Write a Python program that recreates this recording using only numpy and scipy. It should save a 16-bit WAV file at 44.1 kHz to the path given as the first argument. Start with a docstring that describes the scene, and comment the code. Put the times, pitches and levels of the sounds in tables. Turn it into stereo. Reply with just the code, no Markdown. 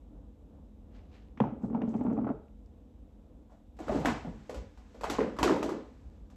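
"""A quiet kitchen: the fridge motor drones and low filtered noise hums throughout. A glass salt shaker hisses
with gritty noise and its cap ticks; it lands on a wooden table, then drags in short judders: noise bursts ring
board modes, under scrape and rumble. Across the room a fridge door is pulled open: bins and panels knock, jars
clink, air rushes and the door shudders and booms. A decaying noise tail answers each knock."""
import sys
import numpy as np
from scipy import signal
from scipy.fft import rfft, irfft, next_fast_len
from scipy.io import wavfile
from scipy.ndimage import map_coordinates

SR = 44100
rng = np.random.default_rng(int(sys.argv[2]) if len(sys.argv) > 2 else 0)


def to_wav(s):
    """Save 16-bit WAV."""
    ch = np.atleast_2d(s).T  # columns
    pcm = np.round(np.clip(ch, -1, 1) * 32767)  # PCM
    wavfile.write(sys.argv[1], SR, pcm.astype(np.int16))


N = 280476

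# dragged foot catching on the grain:
# [t/s, click/dB, knock/dB, board thump/dB, knock f/Hz, thump f/Hz]
FOOT_CATCHES = [(1.632, -81.5, -41.5, -25.5, 500, 228.8), (1.641, -74, -35.5, -29, 700, 215.5),
                (1.652, -78.5, -51, -27, 550, 219.1), (1.7033, -67.5, -45, -25.5, 504, 237.8),
                (1.7298, -64.5, -35, -24, 712, 237.1), (1.7466, -52.5, -26, -22, 882, 231.6),
                (1.764, -72.5, -43.5, -31, 599, 197), (1.7825, -76, -53.5, -28, 460, 250.8),
                (1.8173, -45, -27.5, -25.5, 820, 292.5), (1.832, -65, -32, -24.5, 600, 229.3),
                (1.876, -59, -39, -24, 595, 229), (1.9022, -63, -37, -31.5, 510, 219.9),
                (1.94, -52, -32, -37, 787, 286), (1.949, -57, -37, -19.5, 580, 223.7),
                (1.979, -62, -48.5, -37, 552, 286), (2.0094, -53, -26, -22.5, 790, 258.7),
                (2.032, -68.5, -44.5, -29.5, 594, 240), (2.048, -68.5, -34.5, -22, 690, 266.8),
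                (2.0641, -55.5, -33.5, -24.5, 1100, 250), (2.079, -68, -37.5, -23.5, 660, 214),
                (2.1019, -65.5, -43, -36.5, 1180, 250), (2.1111, -65.5, -32.5, -22.5, 664, 248.8),
                (2.126, -67.5, -38.5, -22, 605, 251.1), (2.138, -65, -44, -27.5, 504, 217.4),
                (2.1744, -63, -29.5, -25.5, 591, 248.6), (2.185, -66, -30.5, -21, 610, 259.9),
                (2.2117, -68, -40, -32, 1100, 253.4), (2.2195, -68.5, -43.5, -26.5, 500, 250),
                (2.244, -56.5, -37, -25.5, 1115, 219.5), (2.2665, -70.5, -32, -25, 640, 272.7),
                (2.276, -69, -32.5, -29, 1100, 274), (2.2892, -55, -33.5, -26, 1240, 299),
                (2.3024, -73, -28.5, -22.5, 633, 253)]
# fridge contacts: [t/s, crack/dB, knock/dB, panel thud/dB, knock f/Hz, thud f/Hz]
FRIDGE_CONTACTS = [(3.4966, -72.5, -53, -56.5, 976, 197.4), (3.519, -76.5, -51.5, -73, 665, 167),
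                   (3.7664, -65.5, -74.5, -67.5, 710, 121.5), (3.7885, -46.5, -34.5, -41.5, 744, 488),
                   (3.8014, -46.5, -37, -33, 730, 311), (3.868, -53, -42, -36, 900, 294),
                   (3.8817, -43.5, -31.5, -29, 1280, 497), (3.8936, -47.5, -19, -27, 620, 226),
                   (3.92, -41.5, -34, -24, 690, 381), (3.9466, -50.5, -24.5, -21.5, 576, 326),
                   (3.956, -49.5, -27, -20, 773, 266.4), (3.978, -58.5, -45.5, -43.5, 930, 261),
                   (3.9975, -42.5, -48, -28.5, 640, 153.2), (4.016, -67, -39, -37.5, 1000, 221),
                   (4.036, -66, -38.5, -60, 796, 155), (4.048, -31.5, -23, -22, 784, 294.7),
                   (4.0565, -23, -19, -31, 1830, 530), (4.058, -41.5, -27, -43, 965, 403),
                   (4.068, -40.5, -31, -21.5, 724, 257.6), (4.0835, -50, -27, -20, 973, 250),
                   (4.1, -37, -26, -55, 1030, 250), (4.2467, -58, -37, -30.5, 703, 240.7),
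                   (4.268, -78, -55, -33.5, 600, 162.3), (4.4945, -37, -37.5, -30, 615, 507.4),
                   (4.5434, -39.5, -46, -35.5, 700, 531), (4.7737, -54, -49, -58, 890, 202),
                   (4.9444, -55, -49.5, -44.5, 610, 466), (5.0094, -40.5, -40.5, -40, 920, 490),
                   (5.034, -33, -30, -33.5, 880, 482.4), (5.0405, -32.5, -23.5, -31, 907, 441.4),
                   (5.042, -46, -28, -45.5, 1174, 456), (5.0805, -46, -46, -31.5, 1020, 454),
                   (5.098, -25, -40, -29.5, 930, 307), (5.116, -51.5, -41.5, -36.5, 900, 320),
                   (5.138, -48, -54.5, -37.5, 910, 355), (5.1845, -41.5, -22, -28, 1060, 439.6),
                   (5.187, -60, -42, -23, 1700, 265.2), (5.1885, -52.5, -33.5, -20, 730, 429.8),
                   (5.2052, -42, -30.5, -21, 1940, 440), (5.214, -61.5, -39, -21, 735, 419),
                   (5.244, -70.5, -45.5, -30.5, 700, 250), (5.2727, -65.5, -54, -31, 700, 210),
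                   (5.3651, -49.5, -39.5, -59, 1080, 423), (5.387, -28, -26, -30, 1066, 291),
                   (5.394, -41.5, -26, -33.5, 1070, 399), (5.409, -47.5, -31, -24, 618, 287.6),
                   (5.4287, -17.5, -17.5, -23.5, 914, 312), (5.4445, -35.5, -27, -20.5, 1110, 425),
                   (5.458, -41, -26.5, -17, 1040, 358), (5.477, -34, -18.5, -20.5, 1280, 316.2),
                   (5.4952, -33, -17, -18, 990, 296), (5.504, -40.5, -24.5, -15.5, 673, 360.4),
                   (5.519, -41.5, -33, -15.5, 700, 351.1), (5.535, -44, -31, -29, 905, 336),
                   (5.561, -40.5, -27, -32, 870, 302), (5.582, -49, -55, -27.5, 710, 345),
                   (5.6275, -27.5, -25, -39.5, 636, 232), (5.641, -64.5, -29.5, -24.5, 660, 299.8),
                   (5.659, -58, -33.5, -24, 620, 312), (5.691, -38.5, -28, -30.5, 1140, 351),
                   (5.68, -61, -44, -29, 700, 327.4), (5.717, -51, -44, -24, 605, 357),
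                   (6.2997, -61.5, -65, -65, 594, 284)]


def amp(db):
    """Decibels to gain."""
    return 10 ** (np.asarray(db) / 20)


def unit(x):
    """Scale to rms 1."""
    return x / np.sqrt(np.mean(x ** 2) + 1e-20)


def noise(channels=None):
    """White Gaussian noise over the whole scene."""
    return rng.standard_normal(N if channels is None else (channels, N))


def along(points, hz):
    """Interpolate (f/Hz, value) points on a log frequency axis."""
    f, v = np.transpose(points)
    return np.interp(np.log(hz + 1), np.log(f + 1), v)


def level(rows):
    """Gain per sample from (t/s, level/dB) rows, -140 dB outside them."""
    t_s, db = np.transpose(rows)
    return amp(np.interp(np.arange(N) / SR, t_s, db, left=-140, right=-140))


def swells(rows, rise_db_per_s, fall_db_per_s):
    """Gain per sample: each (t/s, level/dB) peak climbs and sinks at a constant dB rate."""
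    t = np.arange(N) / SR
    gain = 0
    for peak_s, db in rows:
        drop_db = np.where(t < peak_s, rise_db_per_s * (peak_s - t), fall_db_per_s * (t - peak_s))
        gain = gain + amp(db - drop_db)
    return gain


def wobble(knots_per_s):
    """Smooth random curve through Gaussian knots."""
    knots = rng.standard_normal(int(N * knots_per_s / SR) + 4)
    return map_coordinates(knots, [np.arange(N) * knots_per_s / SR])


def filtered(x, response):
    """Apply a complex frequency response by zero-padded FFT."""
    n = x.shape[-1]
    m = next_fast_len(n + SR // 4)
    return irfft(rfft(x, m) * response(np.fft.rfftfreq(m, 1 / SR)), m)[..., :n]


def shade(points):
    """Smooth zero-phase response through (f/Hz, gain/dB) points."""
    return lambda hz: amp(along(points, hz))


def modes(peaks):
    """Causal sum of (f/Hz, width/Hz, gain/dB) resonances with alternating sign."""
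    def response(f):
        total = 0
        for k, (centre, width, db) in enumerate(peaks):
            band = 1j * f * width
            total = total + (-1) ** k * amp(db) * band / (centre ** 2 - f * f + band)
        return total
    return response


def near(centre_hz, width_ratio):
    """Broad resonance favouring modes about the pitch of the struck spot."""
    return lambda f: 1j * f * centre_hz / (centre_hz ** 2 - f * f + 1j * f * centre_hz * width_ratio)


def narrow(hz, width_hz):
    """One resonance applied twice."""
    return lambda f: modes([(hz, width_hz, 0)])(f) ** 2


def gritty(spectrum, grit_db):
    """Shaped noise at rms 1 with a fast random flicker, like dense small grains."""
    return unit(filtered(noise(2) * amp(grit_db * wobble(260)), shade(spectrum)))


def narrow_hum(rows, hz, width_hz):
    """Noise with a given level course through a narrow resonance, gain-compensated for its width."""
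    return filtered(level(rows) * noise(), narrow(hz, width_hz)) * np.sqrt(2 * SR / np.pi / width_hz)


def hum():
    """Room at rest: drifting low noise, wavering fridge-motor tones and microphone self-noise."""
    # centre spectrum: [f/Hz, density/dB]
    centre_shape = [(12, -54.5), (20, -26.5), (31, -8), (42, -1.5), (60, -3), (84, -7), (107, -19.5),
                    (199, -17), (295, -15.5), (370, -27.5), (500, -24), (582, -29.5), (848, -34),
                    (1800, -54.5), (2340, -85.5), (3960, -120)]
    # side spectrum: [f/Hz, density/dB]
    side_shape = [(20, -12), (40, 1), (65, 11.5), (110, -14), (210, 3), (300, -5), (500, -9.5), (600, -15),
                  (870, -22.5), (1800, -35.5), (4000, -41), (8000, -45.5), (15000, -40.5)]
    # fridge-motor tones: [f/Hz, resonance width per pass/Hz, level/dB]
    motor_tones = [(48.21, 6, -62.5), (210, 9.1, -65.5), (250, 9.8, -69), (296, 10, -72), (497, 7.6, -77)]
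    # microphone self-noise: [f/Hz, density/dB]
    fizz_shape = [(800, -13), (1800, -2), (3800, -2), (4300, -9), (8000, -8), (13500, -7.5)]
    centre = unit(filtered(noise(), shade(centre_shape)))
    sides = amp(-2.5) * unit(filtered(noise(), shade(side_shape)))
    drift = amp(-53.5 + 1.9 * wobble(5.5))
    drone = sum(amp(db) * unit(filtered(noise(), narrow(hz, width_hz))) for hz, width_hz, db in motor_tones)
    fizz = amp(-81.5) * unit(filtered(noise(), shade(fizz_shape)))
    return drift * np.array([centre, sides]) + [fizz + drone, 0.33 * drone]


def salt():
    """Salt rushing in the glass: gritty noise swelling at each shake."""
    # shakes: [t/s, level/dB]
    shakes = [(0.96, -64.5), (1.15, -62.5)]
    # grain spectrum: [f/Hz, density/dB]
    grain = [(600, 1), (1500, -4.5), (3000, -5.5), (6000, -17.5), (12000, -31.5)]
    return swells(shakes, rise_db_per_s=342.5, fall_db_per_s=126.5) * gritty(grain, grit_db=2.0)


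def cap():
    """Metal cap ticks: 3 ms t60 noise bursts, each about its own pitch."""
    # ticks: [t/s, peak level/dB, f/Hz]
    ticks = [(0.9921, -62, 2400), (1.165, -50, 2300), (1.285, -63.5, 2890), (1.884, -56, 3800),
             (1.8924, -49, 6500), (1.9675, -57.5, 5500), (2.039, -57, 7300), (2.134, -58, 6000),
             (2.4832, -63, 2400), (2.6613, -62, 5630)]
    out, t = np.zeros((2, N)), np.arange(400) / SR
    for onset_s, db, hz in ticks:
        burst = amp(-60 * t / 0.003) * rng.standard_normal((2, len(t)))
        tick = filtered(burst, lambda f: near(hz, .6)(f) ** 2)
        out[:, round(onset_s * SR):][:, :len(t)] += amp(db) * tick / np.abs(tick).max()
    return out


def room(dry):
    """Convolve each contact with its own centre and side tails: noise dying by frequency."""
    # reverberation time: [f/Hz, t60/s]
    decay = [(100, 0.36), (500, 0.424), (2000, 0.507), (6000, 0.3815), (12000, 0.16)]
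    # relative tail spectrum: [f/Hz, gain/dB]
    wet = [(100, -3.5), (300, -0.5), (600, 4), (1000, 3), (2500, 5), (4000, 8), (12000, 14.5)]
    build_s = 0.0012
    hz, t, z = signal.stft(rng.standard_normal((len(dry), 2, SR * 3 // 5)), SR, nperseg=256)
    tail_db = along(wet, hz)[:, None] - 60 * t / along(decay, hz)[:, None]
    tail = amp(-33.5) * signal.istft(z * amp(tail_db), SR, nperseg=256)[1]
    tail = tail * (1 - np.exp(-(np.arange(tail.shape[-1]) / SR / build_s) ** 2))
    return signal.fftconvolve(dry[:, None], tail, axes=2)


def contacts(table, high, middle, low, side_db, base_t60_s, swell_s, room_db, crack_rise_s,
             knock_solid, thump_solid):
    """Bursts of rough force ring a body's high, middle and low parts; lower parts are pushed longer."""
    onset_s, crack_db, knock_db, thump_db, knock_hz, thump_hz = np.array(table).T[:, :, None]
    count, lead = len(table), SR // 25
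    t = np.arange(SR // 5) / SR - lead / SR
    after = np.maximum(t, 0)
    knock_spot, thump_spot = near(knock_hz, 0.49), near(thump_hz, 0.707)
    middle_body = lambda f: middle(f) * knock_spot(f)
    low_body = lambda f: low(f) * thump_spot(f) / (1 + 1j * f / 900)
    # body, level/dB, push lead/s, push rise/s, t60 factor, own f/Hz, cycles to -60 dB, own share 0-1
    parts = [(high, crack_db, 0, crack_rise_s, .4, None, None, 0),
             (middle_body, knock_db, 0.39 * swell_s, 0.22 * swell_s, .7, knock_hz, 12.7, knock_solid),
             (low_body, thump_db, swell_s, swell_s, 1.2, thump_hz, 10.42, thump_solid)]
    dry = spread = 0
    for k, (body, db, early_s, rise_s, stretch, own_hz, ring_cycles, solid) in enumerate(parts):
        swell = 1 - np.exp(-(np.maximum(t + early_s, 0) / rise_s) ** 2)
        push = rng.standard_normal((count, len(t))) * swell * amp(-60 * after / (base_t60_s * stretch))
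        rings = filtered(push, body)
        rings = rings / np.abs(rings).max(axis=1, keepdims=True)
        if own_hz is not None:  # damped sine of the struck spot
            cycles = after * own_hz
            own = np.sin(2 * np.pi * cycles) * (1 - np.exp(-(cycles / 0.84) ** 2))
            own = own * amp(-60 * (cycles / ring_cycles) ** 2)
            rings = (1 - solid) * rings + solid * own / np.abs(own).max(axis=1, keepdims=True)
        rings = amp(db) * rings
        dry = dry + rings
        # room feed: same energy with the body's even colour, lower parts later
        blow = np.tile(np.arange(len(t)) == lead + k * (SR // 300), (count, 1)) * 1.
        even = filtered(blow, body)
        energy_gain = np.linalg.norm(rings, axis=1, keepdims=True) / np.linalg.norm(even, axis=1, keepdims=True)
        spread = spread + even * energy_gain
    # a firm knock stands further out of the room
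    wet_db = room_db - 0.2227 * (knock_db - knock_db.mean())
    heard = room(spread * amp(wet_db))
    heard[..., :len(t)] += dry[:, None] * np.array([[1], [amp(side_db)]])
    out = np.zeros((2, N + heard.shape[-1]))
    for start_s, one in zip(onset_s[:, 0], heard):
        out[:, round(start_s * SR) - lead:][:, :one.shape[-1]] += one
    return out[:, :N]


def shaker():
    """Glass foot lands and rocks to rest, then sticks and slips, ringing the table board at each catch."""
    # landing: [t/s, click/dB, knock/dB, board thump/dB, knock f/Hz, thump f/Hz]
    landing = [(1.3735, -47.5, -45, -41, 1220, 251.1), (1.4018, -32, -16, -21, 914, 490.3),
               (1.404, -71, -32.5, -26, 562.4, 142.9), (1.4065, -57.5, -33, -16.5, 505, 235),
               (1.4155, -64.5, -30, -22, 1102, 210), (1.4384, -63, -25.5, -29.5, 924, 201.2),
               (1.4737, -65, -29.5, -38, 703, 245.5), (1.443, -72.5, -32.5, -32.5, 602.5, 145),
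               (1.452, -61, -25.5, -30, 771, 250), (1.5214, -68.5, -43, -29, 618, 228),
               (1.565, -76.5, -49, -40, 497, 245)]
    # glass click spectrum: [f/Hz, density/dB]
    foot = [(1000, -7), (1600, 2), (2200, 4), (3200, -5), (4200, -22.5), (5000, -25), (6000, -20),
            (7000, -33.5), (12000, -47.5)]
    # table top under the foot: [f/Hz, width/Hz, gain/dB]
    base = [(566.6, 58, 0), (836.6, 120, -4), (1352, 190, -11)]
    # low table-top modes: [f/Hz, width/Hz, gain/dB]
    board = [(122.43, 19, 0.5), (229, 29, -7), (302.6, 12, -7), (440, 44, -6)]
    body = dict(high=shade(foot), middle=modes(base), low=modes(board), side_db=-2.5)
    landed = contacts(landing, **body, base_t60_s=0.045, swell_s=0.002, room_db=-8,
                      crack_rise_s=0.0012, knock_solid=0.6, thump_solid=0.85)
    caught = contacts(FOOT_CATCHES, **body, base_t60_s=0.06, swell_s=0.0012, room_db=-7,
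                      crack_rise_s=0.001, knock_solid=0.45, thump_solid=0.75)
    return landed + caught


def board_rumble():
    """Table top hums under the sliding foot: noise through a resonance near 226 Hz."""
    # hum: [t/s, level/dB]
    rows = [(1.58, -49.5), (1.728, -43.5), (1.848, -40), (1.914, -36.5), (2.136, -38.5), (2.196, -38.5),
            (2.328, -48.5), (2.4, -63.5)]
    return narrow_hum(rows, hz=225.7, width_hz=62)


def drag():
    """Rough wood under glass: gritty noise in the board's upper modes, flaring at each catch."""
    # foot pressure between catches: [t/s, scrape level/dB]
    pressure = [(1.6, -66.5), (2.0, -83.5), (2.28, -59.5), (2.4, -72)]
    # scrape spectrum: [f/Hz, density/dB]
    scrape = [(400, 5), (700, 9.5), (1180, 3.5), (1600, -11.5), (2200, -17), (3200, -29.5), (3800, -58.5),
              (8000, -49)]
    slip_db = -19  # against the knock
    peaks = [(t_s, knock_db + slip_db) for t_s, click_db, knock_db, *rest in FOOT_CATCHES]
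    flares = swells(peaks, rise_db_per_s=709.5, fall_db_per_s=795)
    return (level(pressure) + flares) * gritty(scrape, grit_db=5.0)


def brush():
    """Fingers brush the cap: soft gritty noise in short swells."""
    # strokes: [t/s, level/dB]
    strokes = [(1.638, -75.5), (1.9, -72.5), (1.97, -79.5), (2.04, -85), (2.135, -83.5), (3.522, -82)]
    # skin spectrum: [f/Hz, density/dB]
    skin = [(1000, -20), (3000, -2.5), (5000, -2.5), (7500, 1), (12000, -11.5)]
    return swells(strokes, rise_db_per_s=499.0, fall_db_per_s=162) * gritty(skin, grit_db=1.5)


def fridge():
    """Seal, bins and jars knock far off: force bursts ring bin and panel modes, deep in the room."""
    # crack spectrum: [f/Hz, density/dB]
    crack = [(1000, 4.5), (1700, -1), (2500, -3), (4000, -8), (8000, -14.5), (12000, -19), (15000, -28)]
    # plastic bins: [f/Hz, width/Hz, gain/dB]
    bins = [(617.3, 110, 10), (973.5, 280, 6), (1355, 870, 0)]
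    # door and liner: [f/Hz, width/Hz, gain/dB]
    panel = [(126, 204, -6.5), (219.9, 53, 4.5), (312, 43, -1), (414.6, 45, -1.5), (528, 130, -5)]
    return contacts(FRIDGE_CONTACTS, shade(crack), modes(bins), modes(panel), side_db=-4,
                    base_t60_s=0.058, swell_s=0.004, room_db=0,
                    crack_rise_s=0.0012, knock_solid=0.55, thump_solid=0.72)


def jars():
    """Jars chatter after each crack: sparse random impulses of uneven size ring glass modes."""
    # glass modes: [f/Hz, width/Hz, gain/dB]
    glass = [(731.7, 16, 5), (1072.4, 26.65, 0.5), (1211.3, 22, -5.5), (1468.8, 29, -6.5), (1627.3, 16, -7),
             (1940, 35, -9.5), (2082.3, 26, -7.5), (2244.7, 28, -9), (2473.5, 18, -10), (2647, 32, -11),
             (3025.4, 35, -13)]
    clink_db, clinks_per_s = -18.5, 220  # level against the crack, density
    peaks = [(t_s + .006, crack_db + clink_db) for t_s, crack_db, *rest in FRIDGE_CONTACTS]
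    shake = swells(peaks, rise_db_per_s=3001.5, fall_db_per_s=208)
    clinks = (rng.random((2, N)) < clinks_per_s / SR) * amp(5.65 * noise(2))
    steady_rms = np.sqrt(np.mean(filtered(clinks, modes(glass)) ** 2))
    return filtered(shake * clinks, modes(glass)) / steady_rms


def rush():
    """Soft uneven rush while the door is open: shaped noise with a slight level wobble."""
    # rush: [t/s, level/dB]
    open_door = [(3.7, -106), (3.84, -61), (3.97, -50), (4.04, -57.5), (4.09, -49), (4.25, -64), (4.8, -73),
                 (5.2, -60.5), (5.44, -67.5), (5.56, -61.5), (5.8, -68.5), (6.36, -82)]
    spectrum = [(500, 5.0), (1500, 4.0), (4000, -5.0), (8000, -9.5), (13000, -25.5)]  # f/Hz, density/dB
    air = unit(filtered(noise(2), shade(spectrum)))
    return level(open_door) * amp(0.45 * wobble(18)) * air


def door_shudder():
    """Door shudders as the seal lets go: noise through a resonance at 140 Hz."""
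    # shudder: [t/s, level before a 6 dB cut/dB]
    rows = [(3.8, -68.5), (3.822, -59.5), (4.006, -31), (4.028, -38), (4.134, -41), (4.148, -53.5),
            (4.234, -52.5), (4.27, -46.5), (4.45, -58)]
    return amp(-6) * narrow_hum(rows, hz=140, width_hz=77)


def swing():
    """Moving door pumps air: noise through a resonance near 57 Hz."""
    # boom: [t/s, level/dB]
    pumped = [(3.83, -74), (3.86, -53), (3.95, -38.5), (4.42, -58), (4.61, -42.5), (4.72, -61), (5.0, -68),
              (5.14, -44.5), (5.36, -59), (5.43, -43.5), (5.6, -52), (5.82, -62), (6.02, -54), (6.1, -49.5)]
    air = lambda f: modes([(57.4, 13.6, 0)])(f) / (1 + (f / 600) ** 2)
    return level(pumped) * unit(filtered(noise(), air))


def scene():
    """Sum the sources as centre and sides, then convert to left and right."""
    # sides against centre: [f/Hz, gain/dB]
    wide = [(60, -10.5), (250, -5), (600, 5), (1500, 0), (5000, 0.5), (8000, 2), (10300, 0.5), (11200, -18),
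            (13000, -12.5), (13600, -6), (15000, -25.5)]
    # centre gain, dipping near 9 kHz: [f/Hz, gain/dB]
    centre_gain = [(8200, 0.5), (8800, -16), (9700, -17.5), (10300, -3.5), (13400, -5), (13900, -63.5)]
    centre, sides = (hum() + salt() + cap() + shaker() + drag() + brush()
                     + fridge() + jars() + rush())
    boom = board_rumble() + door_shudder() + swing()
    centre = filtered(centre, shade(centre_gain)) + boom
    # sides turned a quarter cycle at every frequency, so the direct sound leans to neither channel
    sides = filtered(sides, lambda hz: 1j * shade(wide)(hz)) + 0.12 * boom
    return np.array([centre + sides, centre - sides])


def record(dry):
    """Two microphone ports: frequency-dependent balance, deep bass cut and a sharp upper band limit."""
    # left over right: [f/Hz, difference/dB]
    lean = [(60, 0), (110, 5.5), (200, -1.5), (360, -3), (660, -3), (1200, -3), (2190, -1.5), (3980, -2.5),
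            (7250, -0.5), (13200, 0.5)]
    low_hz, top_hz = 42.1, 15600

    def response(hz):
        balance = amp(along(lean, hz) * np.array([[.5], [-.5]]))
        return balance * (hz < top_hz) / np.sqrt(1 + (low_hz / (hz + 1)) ** 14)
    return filtered(dry, response)


dry = scene()
out = record(dry)
to_wav(out)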